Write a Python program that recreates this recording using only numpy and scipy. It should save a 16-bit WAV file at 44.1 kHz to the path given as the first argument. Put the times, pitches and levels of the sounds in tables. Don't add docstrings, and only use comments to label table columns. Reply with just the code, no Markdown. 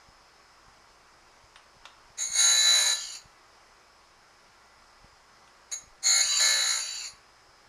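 import sys
import numpy as np
from scipy import signal
from scipy.fft import rfft, irfft, next_fast_len
from scipy.io import wavfile
from scipy.ndimage import uniform_filter1d, map_coordinates

SR = 44100
rng = np.random.default_rng(int(sys.argv[2]) if len(sys.argv) > 2 else 0)


def voltage_ratio(level):
    return 10 ** (np.asarray(level, float) / 20)


def output_pcm(signal):
    pcm = np.clip(np.atleast_2d(signal).T, -1, 1) * 32767
    wavfile.write(sys.argv[1], SR, np.round(pcm).astype(np.int16))


N = 338688
TOP_HZ = 15340


def unit(x):
    return x / np.sqrt(np.mean(x ** 2) + 1e-20)


def along(points, hz):
    f, v = np.transpose(points)
    return np.interp(np.log(hz + 1), np.log(f + 1), v)


def wobble(rate):
    return map_coordinates(rng.standard_normal(int(N * rate / SR) + 4), [np.arange(N) * rate / SR])


def filtered(x, response):
    m = next_fast_len(N + SR // 2)
    return irfft(rfft(x, m) * response(np.fft.rfftfreq(m, 1 / SR)), m)[:N]


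def colour(points):
    return lambda f: voltage_ratio(along(points, f))


def modes(table, shift=1, damp=1):
    def peak(f, hz, width):
        return 1j * f * width / (hz * hz - f * f + 1j * f * width)

    def response(f):
        total = 0
        for hz, width, db in table:
            ring = peak(f, hz * shift, width * damp) * peak(f, hz, 1300 + 4 * width)
            total = total + voltage_ratio(db) / np.sqrt(damp) * ring
        return total
    return response


def steep(table):
    return lambda f: modes(table)(f) ** 2


def driven(force, db, response):
    size = np.sqrt(np.mean(np.abs(response(np.arange(1, TOP_HZ + 900, 2))) ** 2))
    return filtered(force * voltage_ratio(db), response) / size


def gliding(force, hz, steps_hz, width_hz):
    distance = np.abs(hz - steps_hz[:, None]) / (steps_hz[1] - steps_hz[0])
    weights = np.sqrt(np.clip(1 - distance, 0, 1))
    out = sum(filtered(force * w, steep([(centre, width_hz, 0)])) for centre, w in zip(steps_hz, weights))
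    return out / np.sqrt(np.pi / 2 * width_hz / SR)


def patchy(x, patchy_db):
    z = signal.stft(x, nperseg=2048)[2]
    field = uniform_filter1d(rng.standard_normal(z.shape), size=3, axis=0)
    field = uniform_filter1d(field, size=7, axis=1)
    return signal.istft(z * voltage_ratio(patchy_db * unit(field)), nperseg=2048)[1][:N]


def idle():
    # (frequency [Hz], level per Hz [dB])
    air_colour = [(12, -39), (20, 7.5), (64, -10), (85, -11), (118, -4), (140, -9.5), (243, -6.5),
                  (272, -11), (339, -4), (473, -5), (1120, 1), (3590, -14), (5150, -9), (6250, -12.5),
                  (10500, -26), (15200, -38)]
    air_db = -57.5
    # (frequency [Hz], rms level [dB])
    hum = [(59.2, -76), (107.7, -84), (344.5, -86), (419.9, -85), (559.9, -84), (807.5, -77), (1120, -77),
           (1384, -77), (1992, -77), (2272, -82), (4285, -87), (4840, -86), (4963, -79), (5082, -79),
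           (5206, -76), (5324, -80), (9685, -93), (9803, -98), (9927, -97), (10045, -96), (10164, -100),
           (10406, -94)]
    t = np.arange(N) / SR
    z = signal.stft(rng.standard_normal(N), nperseg=512)[2]
    field = uniform_filter1d(rng.standard_normal(z.shape), 6, 0)
    field = uniform_filter1d(field, 12, 1)
    gusts = signal.istft(z * voltage_ratio(0.93 * unit(field)), nperseg=512)[1][:N]
    air = unit(filtered(gusts, colour(air_colour)))
    tones = 0
    for hz, db in hum:
        swell = voltage_ratio(db + 3.0 + 2.2 * wobble(1.513) + 2.2 * wobble(7))
        tones = tones + swell * np.sin(2 * np.pi * hz * t + 1.24 * wobble(6))
    return voltage_ratio(air_db - 0.87 + 0.38 * wobble(2.97)) * air + tones


def bumps():
    # (time [s], peak level [dB], half-length [ms])
    knocks = [(0.089, -48.5, 1.6), (.683, -51.5, 1.6), (0.911, -61, 3.9), (1.443, -54, 2.2),
              (1.769, -53, 1.6), (1.817, -57, 8.5), (2.06, -59, 8.9), (2.105, -55, 1.7), (2.304, -48, 1.4),
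              (3.258, -47.5, 1.5), (5.02, -57, 5), (5.046, -45.5, 1.4), (5.132, -57.5, 2.3),
              (5.84, -53, 1.2), (5.877, -51.5, 2.6), (5.93, -54.5, 12), (6.07, -52, 1.2),
              (6.257, -50.5, 1.5), (7.137, -52.5, 1.8), (7.491, -58.5, 2.7)]
    t = np.arange(-SR // 20, SR // 8) / SR
    out = np.zeros(N)
    for s, db, ms in knocks:
        u = 1000 * t / ms
        push_pull = u * np.exp(.5 - u * u / 2)
        sway = voltage_ratio(-9.5 - 60 * np.abs(t) / 0.24) * np.sin(2 * np.pi * 38 * t - 2.5) * (t > -.012)
        out[round(s * SR) - SR // 20:][:len(t)] += voltage_ratio(db - 3.0) * (sway - push_pull)
    return out


def ticks():
    # (time [s], peak level [dB], thud [dB], 6.3 kHz ring [dB], chime [dB])
    scrapes = [
        (1.5582, -44.5, -3.5, -17, -5),
        (1.8536, -39.5, -4.5, -9, -36),
        (5.476, -56, -8, -20, -3),
    ]
    # (frequency [Hz], width [Hz], level [dB])
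    rest = [(1150, 1000, 6), (3000, 2200, 4), (6340, 1100, 0)]
    t = np.arange(SR // 6) / SR
    tracks = np.zeros((4, N))
    for s, db, thud_db, ring_db, chime_db in scrapes:
        decay = voltage_ratio(-60 * t / 0.04) + voltage_ratio(-14.5 - 60 * t / 0.22)
        burst = voltage_ratio(db) * decay * rng.standard_normal(len(t))
        shares = voltage_ratio([[thud_db + 6.5], [2.5], [ring_db + 11.5], [chime_db + 14.0]])
        tracks[:, round(s * SR):round(s * SR) + len(t)] = shares * burst
    return sum(filtered(track, steep([mode])) for track, mode in zip(tracks, rest + [(9000, 220, 0)]))


def contact():
    # (time [s], pressure [dB], seating [0 corner - 1 full face],
    # lean across the rim [0-1], place along the piece [0-1])
    grazes = [
        [(2.172, -54.5, .2, .7, .2), (2.184, -34, 0.15, 0.94, 0.3), (2.212, -30, .1, 1, 0),
         (2.298, -41, .1, 0.3, 0), (2.352, -31, 0.12, 0.5, 0.1), (2.36, -25, 0.25, 0.4, 0.6)],
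        [(5.715, -33.5, 0.25, 0.7, 0.28), (5.738, -33, .2, 0.53, 0.43), (5.748, -51, .2, 0.5, .2),
         (5.78, -57.5, .2, 0.6, .2)],
    ]
    # (time [s], pressure [dB], seating [0-1], lean [0-1], place [0-1])
    bites = [
        [(2.36, -28.5, 0.27, .4, .2), (2.394, -23, 0.29, 0.84, 0.16), (2.494, -24, 0.79, 0.68, 0.28),
         (2.602, -23, 0.28, 0.97, 0.45), (2.704, -24, 0.64, .8, .48), (2.812, -25, 0.89, 0.96, 0.86),
         (2.914, -26, 0.96, .9, 1), (2.936, -24.5, 0.55, 0.92, 0.76)],
        [(6.02, -60, 0.069, 0.24, 0.3), (6.033, -34, .1, 0.28, 0.16), (6.069, -23, 0.17, 0, 0.4),
         (6.103, -24.5, 0, 0.066, 0.45), (6.149, -24.5, 0.22, 0.22, 0.39), (6.22, -23.5, 0.33, 0.058, 0.51)],
        [(6.396, -24, 0.78, .4, 0.21), (6.436, -23.5, 0.64, 0.31, 0.43), (6.492, -24.5, 1, .2, 0.34),
         (6.584, -27, 1, 0.53, 0.59), (6.654, -28, 1, 0.48, 0.67), (6.712, -27, 0.5, 0.5, .65),
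         (6.788, -32.5, 0.99, 0.49, .8), (6.81, -31, .6, .4, 0.76)],
    ]
    bite_slip = [0.057, 0.049, 0.19]
    # (start [s], end [s], pressure at start [dB], at end [dB],
    # seating [0-1])
    skates = [
        (2.935, 3.159, -39, -42, .1),
        (6.218, 6.393, -32.5, -28, 0.1),
        (6.806, 7.073, -39.5, -42, .9),
    ]
    # (start [Hz], middle [Hz], end [Hz])
    overhang = [
        (3050, 3000, 2600),
        (2300, 2860, 2550),
        (2530, 2780, 2240),
    ]
    skating, skate_lean, skate_place = 0.92, 0.48, 0.3
    lift_s, lift_db, blend_s = 0.04, 24.5, .012
    t = np.arange(N) / SR
    controls = np.zeros((6, N)) + [[-120], [0], [0], [0], [0], [overhang[0][1]]]
    for rows, slip in zip(grazes + bites, [bite_slip[0]] * len(grazes) + bite_slip):
        s, *cols = np.transpose(rows)
        on = (t >= s[0]) & (t < s[-1] + blend_s * (len(rows) > 4))
        controls[:5, on] = [np.interp(t[on], s, c) for c in cols] + [np.full(on.sum(), slip)]
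    for (start, end, first_db, last_db, seat), free_hz in zip(skates, overhang):
        on = (t >= start) & (t < end + lift_s) & ((t < end) | (controls[0] < -100))
        u = np.clip((t[on] - start) / (end - start), 0, 1)
        controls[0, on] = np.interp(t[on], [start, end, end + lift_s], [first_db, last_db, last_db - lift_db])
        controls[1:5, on] = [[seat], [skate_lean], [skate_place], [skating]]
        controls[5, on] = np.polyval(np.polyfit([0, .5, 1], free_hz, deg=2), u)
    return controls


def passes():
    # (level over pressure [dB],
    # extra [dB per dB], for full seating [dB], for full lean [dB], when skating [dB])
    answers = [(-14.5, 0.5, 0, 10, 4.5), (0, 0, -2, -14, -1), (1, 0, -0.5, -1, -5.5),
               (-16.5, 0.17, 5.5, 1, -1.5), (-23, 0.5, 6, 1.5, -10.5), (-13.5, 0, -5, -3.5, -3),
               (-24.5, 0, 0, -3.5, -1), (-7.5, 0, 0.5, 0.5, 4), (-26.5, -0.04, 10, -1, -4),
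               (-16, 0, 5, -2.5, 10.5), (-17.5, -0.1, 2.5, -1.5, 9), (-10.5, 0, -2.5, 0.5, -2),
               (-22, 1.2, 4.5, 0.5, 4.5)]
    firm_db, drift_db = -24.5, 0.74
    flex_db, flex_grows = -16.5, 0.85
    free_turns, sag_turns, stall_db, sag_s = 60.3, .34, -30, .11
    pressure_db, seat, lean, place, skate, low_hz = contact()
    skate = np.clip(skate, 0, 1)
    extra_db = pressure_db - firm_db
    levels = []
    for db, grows, seated_db, lean_db, skating_db in answers:
        pose_db = seated_db * seat + lean_db * lean + skating_db * skate
        levels.append(pressure_db + db + grows * extra_db + pose_db + drift_db * wobble(9))
    levels[-2] = levels[-2] + 20 * np.log10(np.abs(np.cos(np.pi * place)) + .03)
    levels.append(pressure_db + flex_db + flex_grows * extra_db)
    keep = np.exp(-1 / (sag_s * SR))
    load = signal.lfilter([1 - keep], [1, -keep], np.minimum(voltage_ratio(pressure_db - stall_db), 1))
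    return levels, skate, low_hz, np.cumsum(free_turns - sag_turns * load) / SR


def grit(turns, keep):
    rim_points = 2048
    fresh = rfft(rng.standard_normal((int(turns[-1]) + 2, rim_points)), axis=1)
    hz = np.arange(rim_points // 2 + 1) * 60
    kept = np.clip(along(keep, hz), 0, .99)
    worn = [fresh[0]]
    for new in fresh[1:]:
        worn.append(kept * worn[-1] + np.sqrt(1 - kept ** 2) * new)
    evened = np.array(worn) / np.abs(worn) ** .7
    rim = irfft((hz < TOP_HZ + 900) * evened, rim_points, axis=1).ravel()
    return unit(map_coordinates(rim, [turns * rim_points]))


def steel_piece(force, runout, skate, low_hz, levels):
    # (frequency [Hz], width [Hz], level [dB])
    chime = [(8910, 200, 6)]
    # (frequency [Hz], level per Hz [dB])
    table_colour = [(130, -67), (280, -12), (450, -11.5), (650, 4), (900, -1.5), (1200, -24.5), (1800, -58)]
    # (frequency [Hz], level per Hz [dB])
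    flat_colour = [(600, -37), (1000, -6.5), (1400, 3.5), (1900, 6.5), (2400, 1), (3000, -6.5),
                   (3500, -7.5), (4500, -48)]
    # (frequency [Hz], level per Hz [dB])
    hiss = [(2500, -63), (3500, 7), (4500, 22), (5300, 9.5), (5900, 19.5), (7700, -15.5), (9400, -17),
            (11000, -5), (12100, -24.5), (12800, -38.5), (13700, -32.5), (14800, -27), (16000, -43)]
    # (frequency [Hz], level per Hz [dB])
    rasp = [(500, -57), (1500, -15), (3300, 1), (5300, 5.5), (8000, -7), (12000, -36), (15500, -38)]
    table_db, piece_db, hiss_db, chime_db, rasp_db, flex_db = levels
    chips = unit(runout * voltage_ratio(3.3 * wobble(70)) * rng.standard_normal(N))
    scrape = np.sqrt(.5) * (force + chips) * skate
    high_hz = 4620 + .3 * (low_hz - 2800)
    out = driven(force, table_db - 2.5, colour(table_colour))
    out += driven(force, hiss_db + 4.5, colour(hiss))
    out += driven(np.sqrt(1 - skate) * force + np.sqrt(skate) * chips, rasp_db, colour(rasp))
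    out += driven(unit(force * runout), chime_db, modes(chime))
    out += driven(force * np.sqrt(1 - 0.94 * skate), piece_db, colour(flat_colour))
    out += gliding(scrape * voltage_ratio(piece_db - 4.5), low_hz, np.arange(2150, 3500, 240), width_hz=550)
    out += gliding(scrape * voltage_ratio(piece_db + 2), high_hz, np.arange(4100, 5100, 240), width_hz=330)
    out += driven(force * skate ** 2, flex_db, modes([(1110, 100, 0)]))
    return out


def ringing_wheel(force, skate, angle, ring_db):
    # (frequency [Hz], ..)
    pitches = [
        [3942],
        [4290],
        [6625],
        [9800, 10400, 11530],
        [1385, 1742, 1950],
        [2165],
        [13365, 14090],
        [7100],
    ]
    # (width [Hz], level [dB])
    widths = [
        [(34, 0)],
        [(26, 0)],
        [(22, 0)],
        [(16, -3), (23.8, -1), (16.03, -13)],
        [(20, -6.5), (16.15, 0), (24, -2)],
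        [(14, 0)],
        [(16, 1.5), (20, 2)],
        [(26, 0)],
    ]
    flat, edge = force * np.sqrt(1 - skate), force * np.sqrt(skate)
    out = 0
    for db, group_hz, group, held_db in zip(ring_db, pitches, widths,
                                            [1.4, -7.0, -1.0, 2.0, -2.5, 0.5, 1.3, 0.3]):
        group = [(hz, width, level) for hz, (width, level) in zip(group_hz, group)]
        free, held = modes(group), modes(group, 1.006, damp=0.8)
        out = out + driven(flat, db, free) + driven(edge, db + held_db, held)
    return out * voltage_ratio(1.0 * np.cos(angle - .6) + 0.36 * np.cos(2 * angle + .3))


def cut():
    levels, skate, low_hz, turns = passes()
    angle = 2 * np.pi * turns
    high_spots_db = 0.87 * np.cos(angle + 0.42) + 0.55 * np.cos(2 * angle + 4.0)
    runout = voltage_ratio(high_spots_db + 0.53 * wobble(25))
    loose = np.clip(0.1 + 0.52 * skate, 0, 1)
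    rim = grit(turns, keep=[(500, 0.95), (4000, 0.94), (8000, 0.942), (14000, 0.3)])
    force = unit(runout * (np.sqrt(1 - loose) * rim + np.sqrt(loose) * rng.standard_normal(N)))
    piece = steel_piece(force, runout, skate, low_hz, levels[8:])
    wheel = ringing_wheel(force, skate, angle, levels[:8])

    def no_bass(f):
        ratio = 250 / (1j * f + 1)
        return 1 / (1 + ratio * 1.5 + ratio ** 2) ** 2
    return filtered(patchy(piece, patchy_db=3.5) + wheel, no_bass)


def shop(x):
    # (frequency [Hz], time to fall 60 dB [s])
    echo_s = [(200, 0.36), (2000, 0.45), (6000, 0.23), (14000, 0.36)]
    hz, t, z = signal.stft(rng.standard_normal(SR // 2), SR, nperseg=256)
    tail = signal.istft(z * voltage_ratio(-60 * t / along(echo_s, hz)[:, None]), SR, nperseg=256)[1]
    return signal.fftconvolve(np.pad(x, (300, 0)), tail / np.linalg.norm(tail))[:N]


def scene():
    work = cut() + ticks()
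    return (voltage_ratio(-1.0) * work + voltage_ratio(-8.5) * shop(work) + bumps() + idle())[None]


def top_cut(x):
    return signal.sosfilt(signal.butter(12, 15520, fs=SR, output="sos"), x)


def record(dry):
    mix = filtered(dry[0], lambda f: f < TOP_HZ)[None]
    return top_cut(mix)


dry = scene()
out = record(dry)
output_pcm(out)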